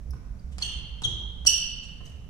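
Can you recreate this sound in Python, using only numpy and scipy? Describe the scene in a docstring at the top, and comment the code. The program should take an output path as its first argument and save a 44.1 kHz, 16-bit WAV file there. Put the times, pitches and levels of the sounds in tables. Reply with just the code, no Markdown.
"""Squeaking soles of badminton players, close and far, on the wooden court of a large sports hall.
Each squeak is the rubber tread sticking and slipping for milliseconds: a rough gliding tone with harmonics.
Landings are decaying noises (tick, slap, boom of the boards); scuffs are short swells of treble noise.
The hall answers with a few echoes and a long diffuse tail, over the low rumble and air noise of ventilation.
Two microphones hear the shoes with different colour and a slight lag; a limiter and a treble cut follow."""
import sys
import numpy as np
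from scipy import signal
from scipy.fft import rfft, irfft
from scipy.io import wavfile
from scipy.ndimage import uniform_filter1d, minimum_filter1d

SR = 44100
rng = np.random.default_rng(int(sys.argv[2]) if len(sys.argv) > 2 else 0)


def to_wav(sig):
    """Store sig (one row per channel, or 1-D mono) as 16-bit WAV at the path in sys.argv[1].

    Samples outside -1..1 are clipped; the rate is SR.
    """
    pcm = np.clip(np.atleast_2d(sig), -1, 1) * 32767
    pcm = np.round(pcm).astype(np.int16)
    wavfile.write(sys.argv[1], SR, pcm.T)  # frames by channels


N = 101077  # length in samples

# Colour of a sole ticking on or brushing the varnish: columns [f/Hz, relative level/dB]
VARNISH_COLOUR = [(1000, -8), (3000, 4.5), (5000, -3), (8000, -0.5), (12000, -21.5), (14500, -28)]


def undb(db):
    """Turn decibels into an amplitude factor."""
    return 10 ** (np.asarray(db) / 20)


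def unit(x):
    """Scale to rms 1."""
    return x / np.sqrt(np.mean(x ** 2) + 1e-20)


def over(points, hz):
    """Read (f/Hz, value) points on a log-frequency axis."""
    f, values = np.array(points, float).T
    return np.interp(np.log(np.maximum(hz, 1)), np.log(f), values)


def bins(size):
    """Frequencies in Hz of the spectrum of a sound of this many samples."""
    return np.fft.rfftfreq(size, 1 / SR)


def tint(x, points):
    """Filter by (f/Hz, level/dB) points, padded so that the end does not wrap round."""
    padded = 2 * len(x)
    spectrum = rfft(x, padded) * undb(over(points, bins(padded)))
    return irfft(spectrum)[:len(x)]


def noise(points, size):
    """Noise coloured by (f/Hz, level/dB) points, rms 1."""
    spectrum = rfft(rng.standard_normal(size)) * undb(over(points, bins(size)))
    return unit(irfft(spectrum, size))


def wander(hz, size):
    """Smooth random movement, rolled off above a given rate, rms 1."""
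    spectrum = rfft(rng.standard_normal(size)) / (1 + (bins(size) / hz) ** 4)
    return unit(irfft(spectrum, size))


def pan(db):
    """Left and right gains for a level difference; positive is louder on the left."""
    difference = np.atleast_1d(db)
    return undb(np.array([difference, -difference]) / 2)


def add(out, start, x):
    """Mix a sound in at a time in seconds, cut off at the end of the scene."""
    i = int(start * SR)
    out[..., i:i + x.shape[-1]] += x[..., :N - i]


def slide(u):
    """Force of a sliding sole over its length u = 0-1: it swells, then fades."""
    swell_share, swell_power, fade_power = 0.49, 1.38, 0.61
    rise = np.clip(u / swell_share, 0, 1)
    fall = np.clip((1 - u) / (1 - swell_share), 0, 1)
    return rise ** swell_power * fall ** fade_power


def ventilation():
    """A low tone wavering in pitch and level makes the rumble; broad stereo noise makes the air."""
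    # Colour of the air noise: columns [f/Hz, relative level/dB]
    air_colour = [(20, -4.5), (35, -2), (60, -1), (87, -9), (122, -9.5), (180, -13), (240, -19),
                  (320, -31.5), (480, -31), (620, -34), (1000, -41), (2400, -47), (3000, -52),
                  (4900, -53.5), (5700, -48), (6600, -52.5), (9000, -58), (12400, -59), (14000, -67)]
    # Lean of the air noise between the microphones: columns [f/Hz, left-right level/dB]
    air_lean = [(40, -9.5), (120, -5), (300, -3), (1000, -0.5), (3000, -3.5), (5600, -6.5), (8500, 3.5),
                (14000, -2)]
    # Width of the air noise: columns [f/Hz, side against mid level/dB]
    air_width = [(60, -11), (130, -4), (300, -12.5), (700, -0.5), (14000, 0.5)]
    # Rise and fall of the rumble: columns [t/s, relative level/dB]
    rumble_course = [(0.0, -47), (0.11, -25), (0.2, -46.5), (0.33, -29), (0.4, -64), (0.45, -31.5),
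                     (0.69, -37.5), (0.72, -65), (0.77, -25.5), (0.81, -43.5), (0.94, -32.5), (1.03, -46),
                     (1.25, -34), (1.46, -36.5), (1.5, -55), (1.57, -36.5), (1.61, -48.5), (2.29, -43)]
    air_db, air_dip_db = -43, -1  # the air noise is weaker around the rumble
    rumble_hz, rumble_width_hz, rumble_pan_db = 57.6, 10.95, -6.5
    rumble_db, level_waver = -4, 0.083

    t, f = np.arange(N) / SR, bins(N)
    dip = undb(air_dip_db * np.exp(-((f - rumble_hz) / (2 * rumble_width_hz)) ** 2))
    mid = rfft(noise(air_colour, N))
    side = rfft(noise(air_colour, N)) * undb(over(air_width, f))
    air = irfft(np.array([mid + side, mid - side]) * dip * pan(over(air_lean, f)), N)
    air = air * undb(air_db)

    pitch = rumble_hz + rumble_width_hz / 2 * wander(8.9, N)
    phase = 2 * np.pi * np.cumsum(pitch) / SR
    rumble = unit(np.sin(phase) * (1 + level_waver * wander(rumble_width_hz, N)))
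    level = undb(rumble_db + np.interp(t, *np.array(rumble_course).T))
    return air + rumble * level * pan(rumble_pan_db)


def hall(x):
    """A few distinct echoes and a diffuse stereo tail, whose treble dies sooner than its middle."""
    # Time for the tail to fall by 60 dB: columns [f/Hz, decay time/s]
    decay_times = [(100, 0.85), (1000, 1.68), (2900, 1.223), (4400, 0.91), (5800, 0.61), (8500, 0.51),
                   (12000, 0.41), (16000, .33)]
    # Width of the tail: columns [f/Hz, side against mid level/dB]
    tail_width = [(200, -4.5), (1000, 1.5), (3000, 2), (4400, 3.5), (6000, -0.5), (12000, 2)]
    # Echoes from floor, walls and roof: columns [nominal delay/s, level/dB]
    echoes = [(.005, -7), (0.022, -16), (0.031, -15.5), (0.047, -25), (0.069, -19.5), (.110, -24.5)]
    build_s, gap_s, grain_spread = 0.012, 0.0023, 0.67

    t, f = np.arange(N) / SR, bins(N)
    grain = np.exp(grain_spread * rng.standard_normal((2, N)))  # uneven strength of the reflections
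    field = rfft(unit(rng.standard_normal((2, N)) * grain))
    centres = np.geomspace(100, 16000, 20)
    tail = 0
    for hz, share in zip(centres, np.eye(len(centres))):
        band = irfft(field * np.interp(f, centres, share), N)  # overlapping bands that sum to the field
        tail = tail + band * np.exp(-np.log(1000) * t / over(decay_times, hz))
    build = 1 - np.exp(-np.maximum(t - gap_s, 0) / build_s)
    tail = tail * build / np.sqrt(SR / 10)

    mid = tail.mean(0)
    side = tint(tail[0] - mid, tail_width)
    tail = mid + side * np.array([[1], [-1]])
    for delay, db in echoes:
        for channel in tail:
            scattered = delay + 0.002 * rng.uniform(-1, 1)  # differs between the microphones
            channel[int(scattered * SR)] += undb(db)
    return signal.fftconvolve(x[None], tail, axes=1)[:, :N]


def scuffs(size=8192):
    """A sole brushes the varnish without catching: treble noise follows the force of the slide."""
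    # Brushing soles: columns [t/s, length/s, relative level/dB]
    brushes = [(0.51, 0.029, -60.5), (0.6, 0.036, -47), (1.817, 0.045, -57), (2.031, 0.055, -60)]
    out, t = np.zeros(N), np.arange(size) / SR
    for start, length, db in brushes:
        add(out, start, undb(db) * slide(t / length) * noise(VARNISH_COLOUR, size))
    return out


def steps(size=16384):
    """Each landing ticks on the varnish, slaps and sets the sprung boards booming: three decaying noises."""
    # Landing soles: columns [t/s, relative boom level/dB, slap level/dB, tick level/dB]
    landings = [(0.058, -42, -68, -80), (.134, -41.5, -41, -62), (0.5826, -47, -35, -33.5),
                (.616, -45, -39, -62), (.70, -57.5, -42.5, -65.5), (.76, -46.5, -60.5, -76),
                (1.0195, -45, -35, -33.5), (1.048, -32.5, -41.5, -50.5), (1.451, -51.5, -37, -34.5),
                (1.476, -44.5, -46, -49), (2.005, -46, -40, -67.5)]
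    # Colour of the booming boards: columns [f/Hz, relative level/dB]
    boom_colour = [(40, -32), (80, 14.5), (130, 9), (220, -10), (350, -8), (600, -19.5), (2000, -55.5)]
    # Colour of the slap: columns [f/Hz, relative level/dB]
    slap_colour = [(150, 7), (500, -7.5), (900, 1), (1300, -5), (2000, -13), (4000, -21.5), (8000, -36.5),
                   (14000, -53.5)]
    boom_s, slap_s, tick_s = 0.05, 0.0044, 0.0019  # decay time constants
    onset_share = 0.12  # time constant of the onset as a share of the decay

    out, t = np.zeros(N), np.arange(size) / SR
    for start, boom_db, slap_db, tick_db in landings:
        parts = ((boom_colour, boom_s, boom_db),
                 (slap_colour, slap_s, slap_db),
                 (VARNISH_COLOUR, tick_s, tick_db))
        for colour, decay, db in parts:
            envelope = np.exp(-t / decay) * (1 - np.exp(-t / (onset_share * decay)))
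            add(out, start, undb(db) * envelope * noise(colour, size))
    return out


def squeaks(size=4096):
    """Stick-slip makes the tread blocks sing: a rough gliding tone, its harmonics and rubbing noise."""
    # Singing tread blocks: columns [t/s, length/s, start f/Hz, end f/Hz, relative level/dB,
    # 2nd, 3rd and 4th harmonic relative level/dB, pitch roughness/share,
    # left-right level/dB, level sent to the hall/dB]
    slips = [ (0.105, 0.007, 6230, 4890, -48.5, -4, -36.5, -40, 0.034, 8, -2),
             (0.393, 0.0072, 4730, 4700, -55.5, -17, -49.5, -40, .015, 2, -3),
             (0.581, 0.004, 5290, 4330, -46.5, -14, -31, -27, .04, -10, 13.5),
             (.619, 0.019, 3336, 3028, -30.5, -10.5, -31, -32, 0.027, -5, 10.5),
             (.620, 0.011, 4327, 4344, -19, -36, -45, -43, 0.025, -3.5, -4.5),
             (0.621, 0.013, 2883, 2810, -37.5, -15, -9, -24, 0.028, 11, 13.5),
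             (1.037, 0.026, 3414, 3120, -19, -16, -31, -45.5, 0.011, 9.5, 0.5),
             (1.033, .010, 4090, 3470, -28.5, -23, -32.5, -42, 0.025, -5, 4),
             (1.46, 0.02, 3117, 2777, -21.5, -1, -9.5, -17.5, 0.033, 7, 10.5),
             (1.461, 0.017, 4784, 4325, -19, -12.5, -27, -36, .035, -4.5, 1),
             (1.462, 0.0047, 7500, 7460, -25, -24, -40.5, -34.5, .028, -2.5, 6),
             (1.467, 0.013, 5827, 5572, -8.5, -24, -52, -35, 0.024, -6.5, -5.5),
             (1.473, 0.0048, 8360, 8250, -24, -40, -38, -39, 0.016, 18.5, -17),
             (2.051, 0.0142, 5700, 6680, -51.5, -14, -23.5, -40, 0.014, 2, 2),
             (2.06, 0.014, 4580, 5780, -58, -9, -25, -39, .03, -6, -9),
             (2.095, 0.0073, 4790, 6180, -60, -7, -27.5, -46.5, 0.053, 7, -6)]
    # A block passes little below its lowest mode: columns [f/lower end of the glide, level/dB]
    block_response = [(.7, -38.5), (.85, -20.5), (.96, 1.5), (1.05, -0.5), (3.2, -1), (5, -4)]
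    # Colour of the rubbing noise: columns [f/Hz, relative level/dB]
    rasp_colour = [(300, -6), (1200, 1.5), (2100, 8), (4000, -35.5), (6000, 23.5), (8000, 1.5),
                   (12000, -13), (15500, -21)]
    unsteady_hz, shimmer, rasp_db = 815, 0.22, -22.5  # shimmer is a share of the level

    near, far, t = np.zeros((2, N)), np.zeros(N), np.arange(size) / SR
    for start, length, hz0, hz1, db, h2, h3, h4, rough, pan_db, hall_db in slips:
        u = np.clip(t / length, 0, 1)
        glide = hz0 + (hz1 - hz0) * u
        phase = 2 * np.pi * np.cumsum(glide * (1 + rough * wander(unsteady_hz, size))) / SR
        tone = sum(undb(h) * np.sin(k * phase) for k, h in enumerate((0, h2, h3, h4), 1))
        tone = tone * (1 + shimmer * wander(unsteady_hz, size))
        tone = tint(slide(u) * tone, np.array(block_response) * [min(hz0, hz1), 1])
        rasp = undb(rasp_db) * np.sqrt(slide(u)) * noise(rasp_colour, size)
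        squeak = undb(db) * (tone + rasp)
        add(near, start, squeak * pan(pan_db))
        add(far, start, squeak * undb(hall_db))
    return near, far


def scene():
    """Shoes heard directly and through the hall, coloured differently at the two microphones."""
    # Difference between the microphones: columns [f/Hz, left-right level/dB]
    microphone_lean = [(100, -4.5), (500, 0.5), (1300, -2), (3000, -2), (4400, -3), (5600, -15),
                       (6400, -6.5), (7300, 12.5), (8500, 12), (12000, 9.5), (15500, -12.5)]
    step_hall_db, scuff_hall_db = 3.5, 4  # levels sent to the hall
    lag_s = 0.00018  # the right microphone hears the shoes later than the left

    near, far = squeaks()
    landing, brushing = steps(), scuffs()
    sent = far + undb(step_hall_db) * landing + undb(scuff_hall_db) * brushing
    shoes = near + landing + brushing + hall(sent)
    f = bins(2 * N)
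    lag = np.exp(-2j * np.pi * f * lag_s * np.array([[0], [1]]))
    shoes = irfft(rfft(shoes, 2 * N) * lag * pan(over(microphone_lean, f)))[:, :N]
    return shoes + ventilation()


def record(dry):
    """The recorder's limiter holds down both channels together, then a steep filter cuts the top."""
    ceiling, top_hz = 0.78, 15600  # the ceiling is full-scale amplitude ahead of the filter
    gain = np.minimum(1, ceiling / (np.abs(dry).max(0) + 1e-9))
    gain = uniform_filter1d(minimum_filter1d(gain, size=89), size=89)  # 2 ms windows
    low_pass = signal.ellip(10, .2, 80, top_hz, fs=SR, output="sos")
    return signal.sosfilt(low_pass, dry * gain)


dry = scene()
out = record(dry)
to_wav(out)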